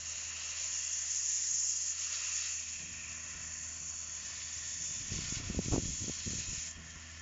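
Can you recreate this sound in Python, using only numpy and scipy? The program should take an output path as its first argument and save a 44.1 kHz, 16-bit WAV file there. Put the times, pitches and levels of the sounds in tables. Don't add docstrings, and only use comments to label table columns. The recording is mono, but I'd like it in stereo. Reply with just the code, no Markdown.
import sys
import numpy as np
from scipy import signal
from scipy.fft import rfft, irfft, next_fast_len
from scipy.io import wavfile

SR = 44100
rng = np.random.default_rng(int(sys.argv[2]) if len(sys.argv) > 2 else 0)


def log_audio(samples):
    frames = np.atleast_2d(samples).T
    limited = np.clip(frames, -1, 1)
    pcm = np.round(limited * 32767).astype(np.int16)
    wavfile.write(sys.argv[1], SR, pcm)


N = 317961

# time in seconds, relative level in dB.
SPRAY_LEVEL = [(0, -42.5), (.4, -43.5), (.65, -38.5), (1.08, -37.5), (1.15, -35), (1.9, -35.5),
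               (1.94, -42.5), (2.0, -38), (2.2, -40.5), (2.36, -35.5), (2.49, -39.5), (2.53, -40),
               (2.77, -45.5), (3.25, -46), (3.45, -44.5), (4.2, -44), (4.55, -42.5), (4.9, -39.5),
               (5.12, -44), (5.37, -41), (5.42, -47.5), (5.68, -41), (6.0, -40), (6.22, -44), (6.35, -40.5),
               (6.69, -44), (6.75, -55), (7.21, -52.5)]
# time in seconds, relative level in dB.
RUSH_LEVEL = [(0, -61), (.35, -58.5), (.6, -56), (.8, -62.5), (1.3, -60), (1.8, -63.5), (2.15, -56),
              (2.485, -55), (2.505, -59.5), (2.75, -60.5), (3.0, -64.5), (4.1, -68.5), (4.32, -57.5),
              (4.65, -60), (5.04, -60.5), (5.14, -54.5), (5.38, -53), (5.42, -58.5), (5.85, -58.5),
              (6.55, -57.5), (6.69, -60), (6.75, -69), (7.21, -64)]
# middle in seconds, half length in seconds, relative levels of roar and hoot in dB.
STROKES = [(.4, 0.35, -58.5, -69), (1.026, 0.21, -67, -73), (2.236, 0.23, -62.5, -59),
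           (3.281, 0.27, -60.5, -67.5), (4.196, 0.45, -62, -78), (5.376, 0.28, -57.5, -69),
           (6.452, 0.33, -64, -71.5), (7.1, 0.24, -63.5, -75)]
# time in seconds, pitch in Hz, relative level in dB.
LOW_RING = [(0, 2730, -57), (.42, 2711, -51.5), (.9, 2723, -54.5), (1.45, 2783, -62.5), (1.9, 2718, -59),
            (2.25, 2675, -50.5), (2.65, 2597, -55), (3.05, 2530, -52.5), (3.4, 2587, -59.5),
            (3.9, 2594, -62.5), (4.85, 2595, -63), (5.25, 2544, -57.5), (5.9, 2665, -64), (6.6, 2596, -57),
            (6.8, 2670, -65)]
MIDDLE_RING = [(0, 3230, -72), (.85, 3345, -58), (1.4, 3330, -67), (1.75, 3290, -64), (2.4, 3310, -61.5),
               (3.0, 3240, -66.5), (3.9, 3340, -69), (4.5, 3490, -59.5), (4.95, 3510, -60.5),
               (5.4, 3384, -62), (6.3, 3277, -60), (7.21, 3143, -70.5)]
TOP_RING = [(0, 4483, -65), (.8, 4452, -57.5), (1.4, 4450, -59), (1.8, 4433, -57), (2.4, 4580, -54.5),
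            (2.55, 4450, -58), (2.9, 4443, -71), (3.5, 4474, -62), (3.9, 4460, -60.5), (4.6, 4500, -59.5),
            (5.08, 4470, -67), (5.19, 4480, -52.5), (5.45, 4380, -68), (6.3, 4330, -56.5), (6.8, 4540, -83),
            (7.21, 4500, -77)]
# time in seconds, relative level in dB.
LEAK_LEVEL = [(0, -61.5), (.6, -58.5), (1.05, -56.5), (1.7, -63.5), (2.25, -55.5), (2.65, -61),
              (3.1, -59.5), (3.33, -56), (3.68, -59.5), (3.8, -65.5), (4.04, -68), (4.1, -58.5), (4.4, -59),
              (4.53, -57), (4.75, -59.5), (5.4, -64), (5.49, -56), (5.6, -66.5), (6.6, -60.5), (6.9, -58.5),
              (7.21, -57)]
# time in seconds, gain in dB.
HOLLOW_GAIN = [(0, 3), (.9, -2.5), (1.6, -1), (2.4, -2), (3.0, -6), (4.1, -4), (4.35, -5), (4.65, -7),
               (5.05, -11), (5.25, -4.5), (6.5, 0.5), (6.8, -5)]
# start in seconds, level at the crest in dB.
CHUFFS = [(1.48, -62), (2.775, -52), (3.79, -59.5), (4.769, -57.5), (6.75, -52.5)]
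# frequency in Hz, relative level in dB.
SPRAY_COLOUR = [(3500, -51), (4750, -33), (5050, -22.5), (5400, -9), (5700, -8.5), (6150, -5), (6500, -2.5),
                (6680, 0.5), (6900, -2.5), (7150, -2.5), (7340, -6), (7550, -16), (7750, -43.5)]
RUSH_COLOUR = [(900, -28), (1500, -15), (1900, 0), (2100, 0.5), (2350, 1.5), (3100, 1.5), (3400, 0.5),
               (3600, -1.5), (3860, 4), (4090, 1.5), (4300, 4.5), (4550, 2.5), (4780, 2.5), (5500, 7),
               (7500, -24.5)]
CLOUD_COLOUR = [(30, -3), (150, -3), (280, -6), (410, -12), (560, -1.5), (680, 0), (830, -10), (1030, 3.5),
                (1200, -3), (1350, 2.5), (1600, -2.5), (2200, -1), (3200, -2.5), (4000, -22)]
LEAK_COLOUR = [(1000, -33), (1640, -10.5), (1770, 3), (1890, 0), (2080, -5.5), (2600, -17), (3300, -20),
               (4000, -34)]
CHUFF_COLOUR = [(60, -22.5), (130, -6.5), (165, 13), (215, -6.5), (300, -8), (430, -14), (660, -12),
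                (850, -19), (1400, -33)]

# time in seconds, relative level in dB.
BREEZE_LEVEL = [(0, -65.5), (.7, -80.5), (2.4, -80), (2.85, -64.5), (4.5, -67.5), (5.0, -56.5), (5.45, -49),
                (5.8, -44), (5.96, -51), (6.17, -61.5), (6.45, -56.5), (6.7, -67), (7.21, -63)]
# start in seconds, length in seconds, relative level in dB.
GUSTS = [(3.319, 0.093, -58.5), (5.106, 0.078, -43.5), (5.362, .085, -48), (5.485, 0.12, -42.5),
         (5.645, 0.068, -47), (5.715, 0.077, -37), (5.856, 0.068, -45.5), (6, 0.1, -44), (6.256, 0.16, -47),
         (6.473, 0.075, -52), (6.757, 0.042, -53), (6.95, 0.022, -53.5)]
# middle in seconds, relative peak in dB, half width in seconds.
BUFFETS = [(5.122, -31.5, .0016), (5.139, -39, 0.0011), (5.166, -37, 0.0019), (5.19, -29.5, 0.0014),
           (5.221, -34, 0.0025), (5.325, -27, 0.0018), (5.371, -31.5, 0.0023), (5.402, -33, 0.002),
           (5.44, -36, 0.0016), (5.501, -25.5, 0.0015), (5.508, -26, 0.0024), (5.548, -29, .0012),
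           (5.574, -25, 0.0024), (5.591, -18.5, 0.001), (5.596, -25, 0.0019), (5.661, -32.5, 0.0017),
           (5.684, -24.5, 0.0015), (5.715, -29, 0.0023), (5.722, -24, 0.0015), (5.728, -29.5, 0.0014),
           (5.736, -21, 0.001), (5.743, -19.5, 0.0012), (5.755, -27, 0.0017), (5.762, -21, 0.0006),
           (5.781, -18.5, 0.00099), (5.857, -27.5, 0.0022), (5.903, -35, 0.0023), (6.022, -32, 0.0021),
           (6.043, -35, .0012), (6.082, -28.5, 0.0012), (6.098, -30, 0.00088), (6.264, -35, .002),
           (6.272, -31, 0.0015), (6.279, -27, 0.0016), (6.307, -37, 0.0014), (6.335, -33.5, 0.0012),
           (6.386, -39.5, 0.0011), (6.489, -31.5, .006), (6.532, -38, 0.0014), (6.58, -36.5, 0.0036)]
# frequency in Hz, relative level in dB.
WIND_COLOUR = [(15, -19.5), (45, 5.5), (90, 5.5), (130, 4), (180, -2), (280, -7), (420, -17.5),
               (700, -26.5), (1300, -53), (2500, -76.5)]
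SQUALL_COLOUR = [(90, -16), (190, 0), (350, -1), (700, -8), (1100, -14), (1700, -23), (3000, -52)]

# time in seconds, firing note in dB, base level of overtones in dB.
HUM_LEVEL = [(0, -58, -83), (.6, -60.5, -79), (1.4, -63.5, -83.5), (2.3, -62, -79.5), (2.9, -60, -68),
             (3.5, -57.5, -69.5), (4.3, -59.5, -73.5), (6.8, -57.5, -71), (7.21, -53.5, -66.5)]
# multiple of the firing rate, offset from the base level in dB.
HUM_OVERTONES = [(2, 0), (3, 0), (4, -9)]


def nozzle_spray():
    spray_db, = curves(SPRAY_LEVEL)
    spray = jet(SPRAY_COLOUR, spray_db - 0.7, surge_db=1.04, sputter_db=0.82)
    skirt_db = spray_db - 19 + 0.62 * (spray_db - spray_db.max())
    skirt = from_db(skirt_db) * resonance(5020, width_hz=240)
    whistle_gain = from_db(spray_db - 9.5 + 1.5 * drift(7.4))
    whistle = whistle_gain * resonance(6914 + 50 * drift(1.2), width_hz=220)
    return spray + skirt + whistle


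def drain_pipes():
    rush_db, = curves(RUSH_LEVEL)
    low_hz, low_db = curves(LOW_RING)
    middle_hz, middle_db = curves(MIDDLE_RING)
    top_hz, top_db = curves(TOP_RING)
    rush = jet(RUSH_COLOUR, rush_db + 8.0, surge_db=0.9, sputter_db=1.47)
    low = from_db(low_db + 0.5 + 0.6 * drift(5.8)) * resonance(low_hz, width_hz=376)
    middle = from_db(middle_db) * resonance(middle_hz, width_hz=180)
    top = from_db(top_db) * resonance(top_hz, width_hz=280)
    return rush + low + middle + top


def piston_strokes():
    t = np.arange(N) / SR
    roar_power, hoot_power = from_db(-63.5) ** 2, 1e-12
    for middle_s, half_s, roar_db, hoot_db in STROKES:
        swell = np.exp(-((t - middle_s) / half_s) ** 2)
        roar_power += swell * from_db(roar_db) ** 2
        hoot_power += swell * from_db(hoot_db) ** 2
    roar = jet(CLOUD_COLOUR, 10 * np.log10(roar_power) + 1.26, surge_db=0.57, sputter_db=1.0)
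    hoot = np.sqrt(hoot_power) * resonance(1337, width_hz=260)
    return roar + hoot


def gland_leak():
    leak_db, = curves(LEAK_LEVEL)
    return jet(LEAK_COLOUR, leak_db - 0.5, surge_db=0.6, sputter_db=0.5)


def jet(colour, level_db, surge_db, sputter_db):
    return turbulence(colour) * from_db(level_db + surge_db * drift(6.8) + sputter_db * drift(43))


def hollow_gap(hiss, centre_hz, width_hz):
    gap_db, = curves(HOLLOW_GAIN)
    notched = signal.lfilter(*signal.iirnotch(centre_hz, centre_hz / width_hz, fs=SR), hiss)
    return notched + from_db(gap_db) * (hiss - notched)


def brief_dip(hiss, middle_s, half_s, gain_db):
    bell = np.exp(-((np.arange(N) / SR - middle_s) / half_s) ** 2)
    return hiss * from_db(gain_db * bell)


def chimney(rise_s, decay_s):
    t, envelope = np.arange(N) / SR, np.zeros(N)
    for start_s, db in CHUFFS:
        age = np.maximum(t - start_s, 0)
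        attack = np.minimum(age / rise_s, 1)
        tail = np.exp(-np.maximum(age - rise_s, 0) / decay_s)
        envelope += from_db(db) * attack * tail
    return envelope * turbulence(CHUFF_COLOUR)


def reflections(direct, echo_db, lag_growth_per_s):
    t, mix = np.arange(N) / SR, direct.copy()
    for first_lag_s in (0.0025, 0.0093, 0.021):
        lag_s = first_lag_s * (1 + lag_growth_per_s * t)
        mix += from_db(echo_db) * np.interp(t - lag_s, t, direct, left=0)
    return mix


def wind_rumble(attack_s, release_s, lumpy_db):
    t = np.arange(N) / SR
    breeze_db, = curves(BREEZE_LEVEL)
    power = from_db(breeze_db) ** 2
    for start_s, length_s, db in GUSTS:
        attack = np.clip((t - start_s) / attack_s, 0, 1)
        release = np.exp(-np.maximum(t - start_s - length_s, 0) / release_s)
        power += (from_db(db) * attack * release) ** 2
    return turbulence(WIND_COLOUR) * np.sqrt(power) * from_db(0.27 + lumpy_db * drift(33))


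def squall(peak_s, swell_s, fade_s, level_db):
    age = np.arange(N) / SR - peak_s
    envelope = np.exp(-(age / np.where(age < 0, swell_s, fade_s)) ** 2)
    return from_db(level_db) * envelope * turbulence(SQUALL_COLOUR)


def buffets(trim_db, low_cut_hz):
    t, thumps = np.arange(N) / SR, np.zeros(N)
    for middle_s, db, half_s in BUFFETS:
        away = ((t - middle_s) / half_s) ** 2
        pulse = (1 - away) / (1 + away) ** 2
        thumps += rng.choice([-1, 1]) * from_db(db + trim_db) * pulse
    return signal.sosfilt(signal.butter(1, low_cut_hz, "high", fs=SR, output="sos"), thumps)


def idling_engine(firing_hz, waver, flutter_db):
    note_db, overtones_db = curves(HUM_LEVEL)
    phase = 2 * np.pi * np.cumsum(firing_hz * (1 + waver * drift(2.7))) / SR
    hum = from_db(note_db) * np.sin(phase)
    for multiple, offset_db in HUM_OVERTONES:
        gain = from_db(overtones_db + offset_db + flutter_db * drift(0.89))
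        hum += gain * np.sin(multiple * phase + rng.uniform(0, 2 * np.pi))
    return np.sqrt(2) * hum


def turbulence(colour):
    size = next_fast_len(N)
    hz = np.maximum(np.arange(size // 2 + 1) * SR / size, 1)
    colour_hz, colour_db = np.transpose(colour)
    gain = from_db(np.interp(np.log(hz), np.log(colour_hz), colour_db))
    gain /= 1 + (hz / colour_hz[-1] / 2) ** 4
    spectrum = rfft(rng.standard_normal(size)) * gain
    return unit_rms(irfft(spectrum, size)[:N])


def resonance(centre_hz, width_hz):
    low_pass = signal.butter(2, width_hz / 2, fs=SR, output="sos")
    slow = signal.sosfilt(low_pass, rng.standard_normal((2, N)))
    phase = 2 * np.pi * np.cumsum(centre_hz * np.ones(N)) / SR
    return unit_rms(slow[0] * np.cos(phase) + slow[1] * np.sin(phase))


def drift(rate_hz):
    hop, settle = 40, 2000
    pole = np.exp(-2 * np.pi * rate_hz * hop / SR)
    noise = rng.standard_normal(N // hop + settle + 2)
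    slow = signal.lfilter([1], [1, -2 * pole, pole * pole], noise)[settle:]
    return np.interp(np.arange(N) / hop, np.arange(len(slow)), unit_rms(slow))


def curves(rows):
    times_s, *columns = np.transpose(rows)
    return [np.interp(np.arange(N) / SR, times_s, column) for column in columns]


def from_db(db):
    return 10 ** (np.asarray(db) / 20)


def unit_rms(x):
    return x / np.sqrt(np.mean(x ** 2) + 1e-20)


def scene():
    steam = nozzle_spray() + drain_pipes() + piston_strokes() + gland_leak()
    steam = hollow_gap(steam, centre_hz=4070, width_hz=440)
    steam = brief_dip(steam, middle_s=5.598, half_s=0.019, gain_db=-5)
    puffs = chimney(rise_s=0.038, decay_s=0.066)
    locomotive = reflections(steam + puffs, echo_db=-17.0, lag_growth_per_s=0.015)
    wind = wind_rumble(attack_s=0.0046, release_s=0.01, lumpy_db=2.5)
    wind += squall(peak_s=5.733, swell_s=0.013, fade_s=0.023, level_db=-34)
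    wind += buffets(trim_db=0.4, low_cut_hz=48)
    mono = locomotive + wind + idling_engine(firing_hz=80.7, waver=0.001, flutter_db=2.0)
    return np.stack([mono, mono])


def record(dry):
    cutoff_hz = 7820
    return signal.sosfilt(signal.ellip(16, 0.1, 80, cutoff_hz, fs=SR, output="sos"), dry)


dry = scene()
out = record(dry)
log_audio(out)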